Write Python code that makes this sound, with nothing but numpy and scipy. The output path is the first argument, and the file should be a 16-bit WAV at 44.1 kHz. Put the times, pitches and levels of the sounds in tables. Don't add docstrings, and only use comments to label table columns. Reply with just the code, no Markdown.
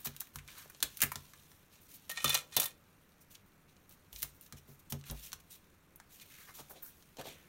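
import sys
import numpy as np
from scipy import signal
from scipy.io import wavfile
from scipy.ndimage import uniform_filter1d

SR = 44100
rng = np.random.default_rng(int(sys.argv[2]) if len(sys.argv) > 2 else 0)


def dump(signal):
    limited = np.clip(np.atleast_2d(signal).T, -1, 1)
    pcm = np.round(limited * 32767).astype(np.int16)
    wavfile.write(sys.argv[1], SR, pcm)


N = 329868


def gain_of(db):
    return 10 ** (np.asarray(db) / 20)


def evened(x):
    return x / np.sqrt(np.mean(np.abs(x) ** 2) + 1e-20)


def read(points, hz):
    f, value = np.transpose(points)
    return np.interp(np.log(hz + 1), np.log(f + 1), value)


def curve(points, t):
    return np.interp(t, *np.transpose(points))


def add(mix, s, sound):
    part = mix[round(s * SR):][:len(sound)]
    part += sound[:len(part)]


def band(x, lo_hz, hi_hz):
    sos = signal.butter(2, [lo_hz, min(hi_hz, 20000)], "band", fs=SR, output="sos")
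    return signal.sosfilt(sos, x)


def noise(field_db, size=256):
    hop = size // 4
    hz = np.fft.rfftfreq(size, 1 / SR)[:, None]
    t = np.arange(N // hop + 5) * hop / SR
    real, imag = rng.standard_normal((len(t), len(hz), 2)).T
    unit = .6 * np.sqrt(len(hz))
    frames = (real + 1j * imag) * gain_of(field_db(hz, t)) / unit
    return signal.istft(frames, nperseg=size, noverlap=size - hop)[1][:N]


# f/Hz, level/dB per Hz (shape only)
AIR_SPECTRUM = [(12, -29), (20, -3.5), (59, -9.5), (90, 1.5), (109, -19), (140, -0.5), (191, -4.5),
                (213, -7.5), (534, -14.5), (686, -18), (1100, -16.5), (1450, -17), (2680, -23),
                (3260, -35.5), (15500, -46)]
AIR_DB = -68.5


def room_tone():
    air = noise(lambda hz, t: read(AIR_SPECTRUM, hz) + 0 * t, size=2048)
    return gain_of(AIR_DB) * evened(air)


# f/Hz, level/dB per Hz
RUB_COLOUR = [(1200, -17.5), (2500, -5), (3800, -4), (6500, -4.5), (10000, -7), (14000, 1)]
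# peak t/s, length t/s, hiss level/dB, brightness/dB per octave, card body level/dB
STROKES = [(.0064, 0.031, -46.5, 11, -73), (0.055, 0.047, -30.5, 6.5, -59.5), (0.273, 0.075, -59, 11, -82),
           (0.35, .07, -52.5, 8, -83), (0.499, .15, -57, -1.5, -73), (0.583, 0.17, -54.5, 0, -68),
           (1.5, 0.13, -59.5, 6, -94), (1.738, 0.13, -63, -0.5, -85), (1.824, 0.11, -58, 8, -97),
           (1.905, 0.11, -55, 2.5, -91), (1.948, 0.058, -48, 5.5, -88), (3.215, .044, -55, 6, -86.5),
           (3.314, 0.075, -54.5, 3.5, -93), (3.349, 0.021, -54.5, 0, -90), (3.469, 0.062, -66, 10.5, -93),
           (3.691, 0.086, -71.5, -2, -93), (3.913, .09, -58, 4.5, -93), (4.172, 0.25, -49, 4, -91),
           (4.35, 0.07, -62, 6.5, -97), (4.429, 0.098, -56, 5, -93), (4.572, 0.054, -57.5, 0, -84),
           (4.696, 0.14, -58, 4, -86), (4.796, 0.024, -52.5, 5.5, -88), (4.905, 0.03, -38.5, 5.5, -84),
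           (4.994, 0.031, -60, 3, -87), (5.075, 0.11, -51, 0.5, -70), (5.172, .2, -54, 1.5, -87),
           (5.244, 0.12, -47, 2, -89), (5.402, 0.019, -57.5, -0.5, -90), (5.518, 0.11, -50.5, 3, -95),
           (6.134, 0.2, -57, 2.5, -97), (6.216, 0.044, -53.5, -0.5, -70), (6.322, .11, -56.5, 1, -68),
           (6.4, 0.16, -54.5, 3, -68.5), (6.487, 0.07, -60, -1, -61.5), (6.556, 0.087, -47, 4, -77),
           (6.594, 0.062, -50, 1, -61.5), (6.708, 0.071, -46.5, 8, -63), (6.762, 0.075, -63, -3, -66.5),
           (6.83, 0.035, -33.5, 20, -71.5), (6.85, 0.13, -45.5, 10, -75), (6.958, 0.17, -60, 15, -94),
           (7.194, 0.068, -55.5, -6, -53.5), (7.269, 0.17, -54, -3, -72), (7.39, 0.25, -67, 0, -74)]
# t/s, level/dB added to the rub colour
RUSTLE_LEVEL = [(0.0, -57.5), (0.33, -69), (0.83, -62.5), (0.98, -55.5), (1.65, -68.5), (2.15, -63.5),
                (2.25, -57), (2.48, -65.5), (2.73, -70.5), (3.69, -73), (4.16, -69), (4.29, -68.5),
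                (4.77, -70.5), (5.25, -70.5), (5.58, -69.5), (6.0, -73.5), (6.33, -59.5), (7.48, -71)]
# t/s, f/Hz
CARD_PITCH = [(0.0, 1360), (1.5, 1450), (1.9, 2400), (4.58, 2264), (4.69, 420), (5.08, 1380), (5.17, 845),
              (5.25, 2740), (6.21, 2560), (6.49, 1300), (6.77, 497), (6.83, 1250), (7.0, 1400), (7.19, 550),
              (7.27, 636), (7.39, 1980)]
SWELL_SHARE = 0.27


def rubbing():
    peak, length, hiss_db, tilt_db, body_db = np.transpose(STROKES)
    swell, fade = SWELL_SHARE * length, (1 - SWELL_SHARE) * length
    body_hz = curve(CARD_PITCH, peak)

    def field_db(hz, t):
        octaves = np.log2((hz + 300) / 7000)
        hiss = gain_of(read(RUB_COLOUR, hz) + tilt_db * octaves) ** 2
        body = gain_of(-16.5 * np.log2((hz + 30) / body_hz) ** 2) ** 2
        hiss_power = gain_of(hiss_db) ** 2 * hiss / hiss.mean(0)
        body_power = gain_of(body_db) ** 2 * body / body.mean(0)

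        since = t - peak[:, None]
        phase = np.clip(1 + np.minimum(since / swell[:, None], -since / fade[:, None]), 0, 1)
        strokes = (hiss_power + body_power) @ np.sin(np.pi / 2 * phase) ** 4
        rustle = gain_of(read(RUB_COLOUR, hz) + 0.51 * octaves + curve(RUSTLE_LEVEL, t)) ** 2

        patches = rng.standard_normal((len(t), len(hz))).T
        patches = uniform_filter1d(patches, size=6, axis=0)
        patches = evened(uniform_filter1d(patches, size=14, axis=1))
        grit = evened(uniform_filter1d(rng.standard_normal(len(t)), size=3))
        grains = rng.exponential(1, len(t)) * (rng.random(len(t)) < .07)
        roughness_db = 1.54 * patches + 1.8 * grit + 2.2 * np.minimum(grains, 3)
        return 10 * np.log10(strokes + rustle) + roughness_db

    return noise(field_db)


# f/Hz, t60 t/s, level/dB (shape only)
ROOM_DECAY = [(203.4, 1, 1), (700, 0.33, -5), (2070, 0.17, 4.5), (5000, 0.21, -2), (12000, 0.13, 1)]
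ROOM_DB = -9.5


def room(x):
    taps = np.zeros(SR // 2)
    at = np.arange(120, len(taps) - 20, 20)
    taps[at + rng.integers(0, 20, len(at))] = rng.choice([-1., 1.], len(at))
    hz, t, frames = signal.stft(taps, SR, nperseg=256)
    decay = np.array(ROOM_DECAY)
    t60 = read(decay[:, [0, 1]], hz)[:, None]
    level_db = read(decay[:, [0, 2]], hz)[:, None]
    tail = signal.istft(frames * gain_of(level_db - 60 * t / t60), SR, nperseg=256)[1]
    return signal.oaconvolve(x, tail / np.linalg.norm(tail))[:N]


def crack(db, body_db, body_hz, edge_db, t60, rise, first_db):
    t = np.arange(3500) / SR
    grain_db = 2.5 * np.minimum(rng.exponential(1, len(t)), 3)
    grit = rng.standard_normal(len(t)) * gain_of(grain_db)
    shower = grit * (1 - np.exp(-t / rise)) * gain_of(-60 * t / max(t60, .003))
    first_break = gain_of(first_db) * signal.unit_impulse(len(t), 8)
    burst = shower / np.linalg.norm(shower) + first_break

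    body = band(burst, body_hz / 1.53, body_hz * 1.537)
    middle = band(burst, 2630, 7480)
    edge = band(band(burst, 12000, 18100), 7100, 19000)
    spread_db = 12.0
    return sum(gain_of(db + part_db + spread_db) * part / np.linalg.norm(part)
               for part_db, part in ((body_db, body), (0, middle), (edge_db, edge)))


# t/s, middle-band peak level/dB (nominal), body f/Hz,
# body level/dB re middle, edge level/dB re middle
SNAPS = [(0.0586, -31, 910, -11.5, -9), (0.0714, -29.5, 2110, -6.5, -27), (0.149, -55, 1660, 3, 0),
         (0.1644, -39.5, 2300, -8, 7), (0.2018, -49, 1570, -20, 20), (0.2061, -34, 1740, -17, 15.5),
         (0.2162, -36.5, 1650, -4, -11), (0.271, -53.5, 2470, 1, 5), (0.358, -35, 1340, -2, 9),
         (0.387, -41.5, 2310, 2, 0), (0.4778, -41.5, 2250, -10, 1), (0.4856, -50, 2290, 8.5, -8),
         (0.583, -49, 2420, -17, 16), (0.6583, -59.5, 526, 12, -8), (0.6994, -47, 1700, 2.5, 12.5),
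         (0.748, -44.5, 574, -10, -24), (0.8042, -38.5, 1410, -11, -3), (0.827, -15, 2100, -11, 5),
         (0.9717, -39, 2340, -25, 13), (0.9917, -51, 1810, 5, -14), (1.0051, -29.5, 2300, -4, 7),
         (1.018, -19.5, 2150, -3, 15), (1.0217, -26, 2000, -3, -20), (1.0255, -19, 2090, -2.5, 5.5),
         (1.035, -27, 2100, 6, 17), (1.1185, -33.5, 1300, 6, 10), (1.1572, -28, 1350, -6.5, -0.5),
         (1.3353, -45.5, 1490, 0.5, 2), (1.5168, -49, 1450, -2.5, -21), (3.3535, -42, 1350, -16.5, -7.5),
         (3.7663, -54.5, 530, -25, -8), (3.894, -58, 584, -11, 19), (3.911, -51, 503, -10, -14),
         (4.129, -42, 980, -17, 10), (4.1614, -36, 2300, -37, -10), (4.202, -44, 2280, -18, 0),
         (4.2217, -35.5, 2210, -21, 13), (4.2293, -27.5, 2300, -7, 13.5), (4.247, -41, 970, -5, -24),
         (4.411, -56, 2070, -16, 21.5), (4.464, -49, 608, -16, 3), (4.5244, -37, 1540, -4, 1),
         (4.9231, -29, 920, -12.5, 7.5), (5.0123, -49.5, 2400, -19, -6), (5.0396, -48, 2450, 1.5, -9),
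         (5.0992, -32.5, 1460, -8.5, -10), (5.111, -40.5, 504, -7, 15), (5.319, -38.5, 2430, -10, -4),
         (5.3304, -29.5, 1360, -6.5, 3), (5.9595, -66.5, 1480, -11.5, 31.5), (6.0004, -45.5, 1230, 2, 0),
         (6.1987, -45, 2420, -19, -12), (6.5852, -53, 1280, 1, -15), (6.7084, -53.5, 900, 11, -5),
         (7.0244, -50.5, 1220, -8, -4), (7.17, -42.5, 525, -6, -4), (7.1935, -46.5, 650, 9.5, 5),
         (7.2133, -39.5, 1200, 0, 4), (7.2548, -50.5, 514, 12.5, 2), (7.2692, -43.5, 583, 5.5, -3)]
SNAP_T60_S = 0.037


def snaps():
    out = np.zeros(N)
    for s, db, body_hz, body_db, edge_db in SNAPS:
        add(out, s, crack(db, body_db, body_hz, edge_db, SNAP_T60_S, rise=.0001, first_db=-1))
    return out


# t/s, level/dB before the soft onset,
# hardness/dB (tilt per two octaves), slap level/dB re ring peak
THUMPS = [(0.062, -40, 2, -10.5), (0.352, -42, -11.5, -23), (0.826, -51, -13, 7), (1.027, -34.5, 2, -6),
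          (1.152, -42.5, -4.5, -15.5), (2.241, -33, 0.5, -5.5), (2.568, -42.5, 3, 5.5),
          (4.13, -50, -20, -15), (4.226, -47.5, -12.5, -5), (4.524, -45, -7, -12), (4.682, -47, 3, -11.5),
          (4.92, -30.5, 4, -12), (5.096, -34.5, -6, -26), (5.114, -41, -11, -5), (5.327, -55.5, -11, -14),
          (6.588, -51, -1, -2), (7.184, -54, 1, 7.5), (7.261, -64, 0, 16)]
# f/Hz, level/dB, t60 t/s
DESK_MODES = [(53.5, -5, 0.35), (85.7, -3, 0.34), (140.3, 2.5, 0.37), (233.2, 1.5, 0.18),
              (291, -8.5, 0.057), (399.3, -5, 0.17), (673, -16.5, .1)]


def desk():
    out, t = np.zeros(N), np.arange(SR // 2) / SR
    onset = 1 - np.exp(-t / 0.0072)
    for s, db, hard_db, slap_db in THUMPS:
        spot_db = 1.5 * rng.standard_normal(len(DESK_MODES))
        ring = np.zeros(len(t))
        for (hz, mode_db, t60), offset_db in zip(DESK_MODES, spot_db):
            level_db = mode_db + offset_db + hard_db * np.log2(hz / 86) / 2
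            ring += gain_of(level_db - 60 * t / t60) * np.sin(2 * np.pi * hz * t)
        slap = evened(band(rng.standard_normal(len(t)), 88, 700)) * gain_of(slap_db - 60 * t / 0.13)
        add(out, s, gain_of(db) * (ring / abs(ring).max() + slap) * onset)
    return out


# f/Hz, bandwidth f/Hz, level/dB
SHELL_MODES = [(1226, 65, -4), (1345, 16, -10), (1852, 16, -6), (2300, 110, -6), (2500, 45, -2),
               (3000, 45, -4), (3548, 38, -1), (4062, 45, -1), (5900, 60, -7), (6400, 70, -9),
               (7440, 40, -8), (7600, 70, -8), (9480, 90, -14), (12500, 250, -8)]


def shell_ring(strike_db):
    t = np.arange(5000) / SR
    ring = np.zeros(len(t))
    for (hz, width, mode_db), offset_db in zip(SHELL_MODES, strike_db):
        decay = np.exp(-np.pi * width * t)
        ring += gain_of(mode_db + offset_db) * decay * np.sin(2 * np.pi * (hz * t + rng.random()))
    return ring * (1 - np.exp(-t / 0.0019))


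# t/s, middle-band peak
# level/dB (nominal), struck part f/Hz, ring level/dB re middle, edge level/dB re middle
KNOCKS = [(2.0946, -30.5, 4400, -19.5, 3), (2.098, -32, 1850, -7, 8.5), (2.1074, -34.5, 3320, -9, -26),
          (2.1143, -36, 1850, -0.5, 11.5), (2.173, -28.5, 2280, 1.5, -14.5), (2.1842, -37, 2780, -5, -25),
          (2.203, -35.5, 2630, -1, -9), (2.2298, -52.5, 5950, -12, -2), (2.2434, -18, 1160, -1, 7.5),
          (2.2484, -29, 1800, -6, -9), (2.2559, -26, 3520, -1, -17.5), (2.2776, -23.5, 3500, -6, -6),
          (2.2935, -23.5, 2520, -5.5, 9.5), (2.3007, -23, 3550, -1, -29), (2.3287, -27.5, 2500, -6, -5),
          (2.3431, -22, 6340, 1.5, 10.5), (2.3487, -16, 4200, -9, -13), (2.5238, -40, 3570, -13.5, -14),
          (2.5658, -15.5, 6840, -18.5, 9), (2.5734, -22, 3560, -5.5, -4.5),
          (2.5989, -21.5, 3070, -10, 14.5), (2.6173, -24, 1350, -11.5, 5), (2.63, -26, 6230, -28, 3.5),
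          (2.6392, -31, 3020, -12, 14.5), (2.6563, -30, 3580, -11, 13)]
# t/s, level/dB
RATTLE_LEVELS = [
    [(2.085, -77), (2.145, -58), (2.265, -43.5), (2.373, -38.5), (2.42, -58.5)],
    [(2.5, -74.5), (2.538, -51.5), (2.65, -49.5), (2.72, -61.5)],
]
KNOCK_T60_S, KNOCK_BODY_HZ, KNOCK_BODY_DB = .036, 772, -11


def dispenser():
    out, modes_hz = np.zeros(N), np.transpose(SHELL_MODES)[0]
    for s, db, struck_hz, ring_db, edge_db in KNOCKS:
        reach_db = -32 * abs(np.log2(modes_hz / struck_hz))
        reach_db = reach_db + 2.5 * rng.standard_normal(len(SHELL_MODES))
        add(out, s, crack(db, KNOCK_BODY_DB, KNOCK_BODY_HZ, edge_db, KNOCK_T60_S, rise=.0012, first_db=-8))
        add(out, s, gain_of(db + ring_db) * shell_ring(np.maximum(reach_db, -14.5)))

    t = np.arange(N) / SR
    level = sum(gain_of(np.interp(t, *np.transpose(passage), left=-200, right=-200))
                for passage in RATTLE_LEVELS)
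    tap_db = 3.8 * np.minimum(rng.exponential(1, N), 3)
    taps = rng.standard_normal(N) * gain_of(tap_db)
    taps = taps * (rng.random(N) < 2000 / SR)
    ringing = signal.oaconvolve(taps, shell_ring(np.zeros(len(SHELL_MODES))))[:N]
    chatter = evened(band(taps, 1400, 17000)) + .45 * evened(ringing)
    return out + level * evened(chatter)


def scene():
    near = snaps() + dispenser() + rubbing()
    return (near + gain_of(ROOM_DB) * room(near) + desk() + room_tone())[None]


# f/Hz, level/dB
OVERALL_COLOUR = [(100, 2.5), (3800, 2.5), (4500, 0), (5000, -3), (5600, 1.5), (6800, 1), (7800, -1.5),
                  (9300, 2.5), (10400, -2.5), (11300, -0.5), (15000, -6)]
EDGE_HZ = 15850


def record(dry):
    hz = abs(np.fft.fftfreq(2048, 1 / SR))
    log_gain = np.log(gain_of(read(OVERALL_COLOUR, hz)))
    phase = -signal.hilbert(log_gain).imag
    colour = np.fft.ifft(np.exp(log_gain + 1j * phase)).real[:512]
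    coloured = signal.oaconvolve(dry, colour[None])[:, :N]
    low_pass = signal.firwin(511, EDGE_HZ, window=("kaiser", 9), fs=SR)
    return signal.oaconvolve(coloured, low_pass[None], "same")


dry = scene()
out = record(dry)
dump(out)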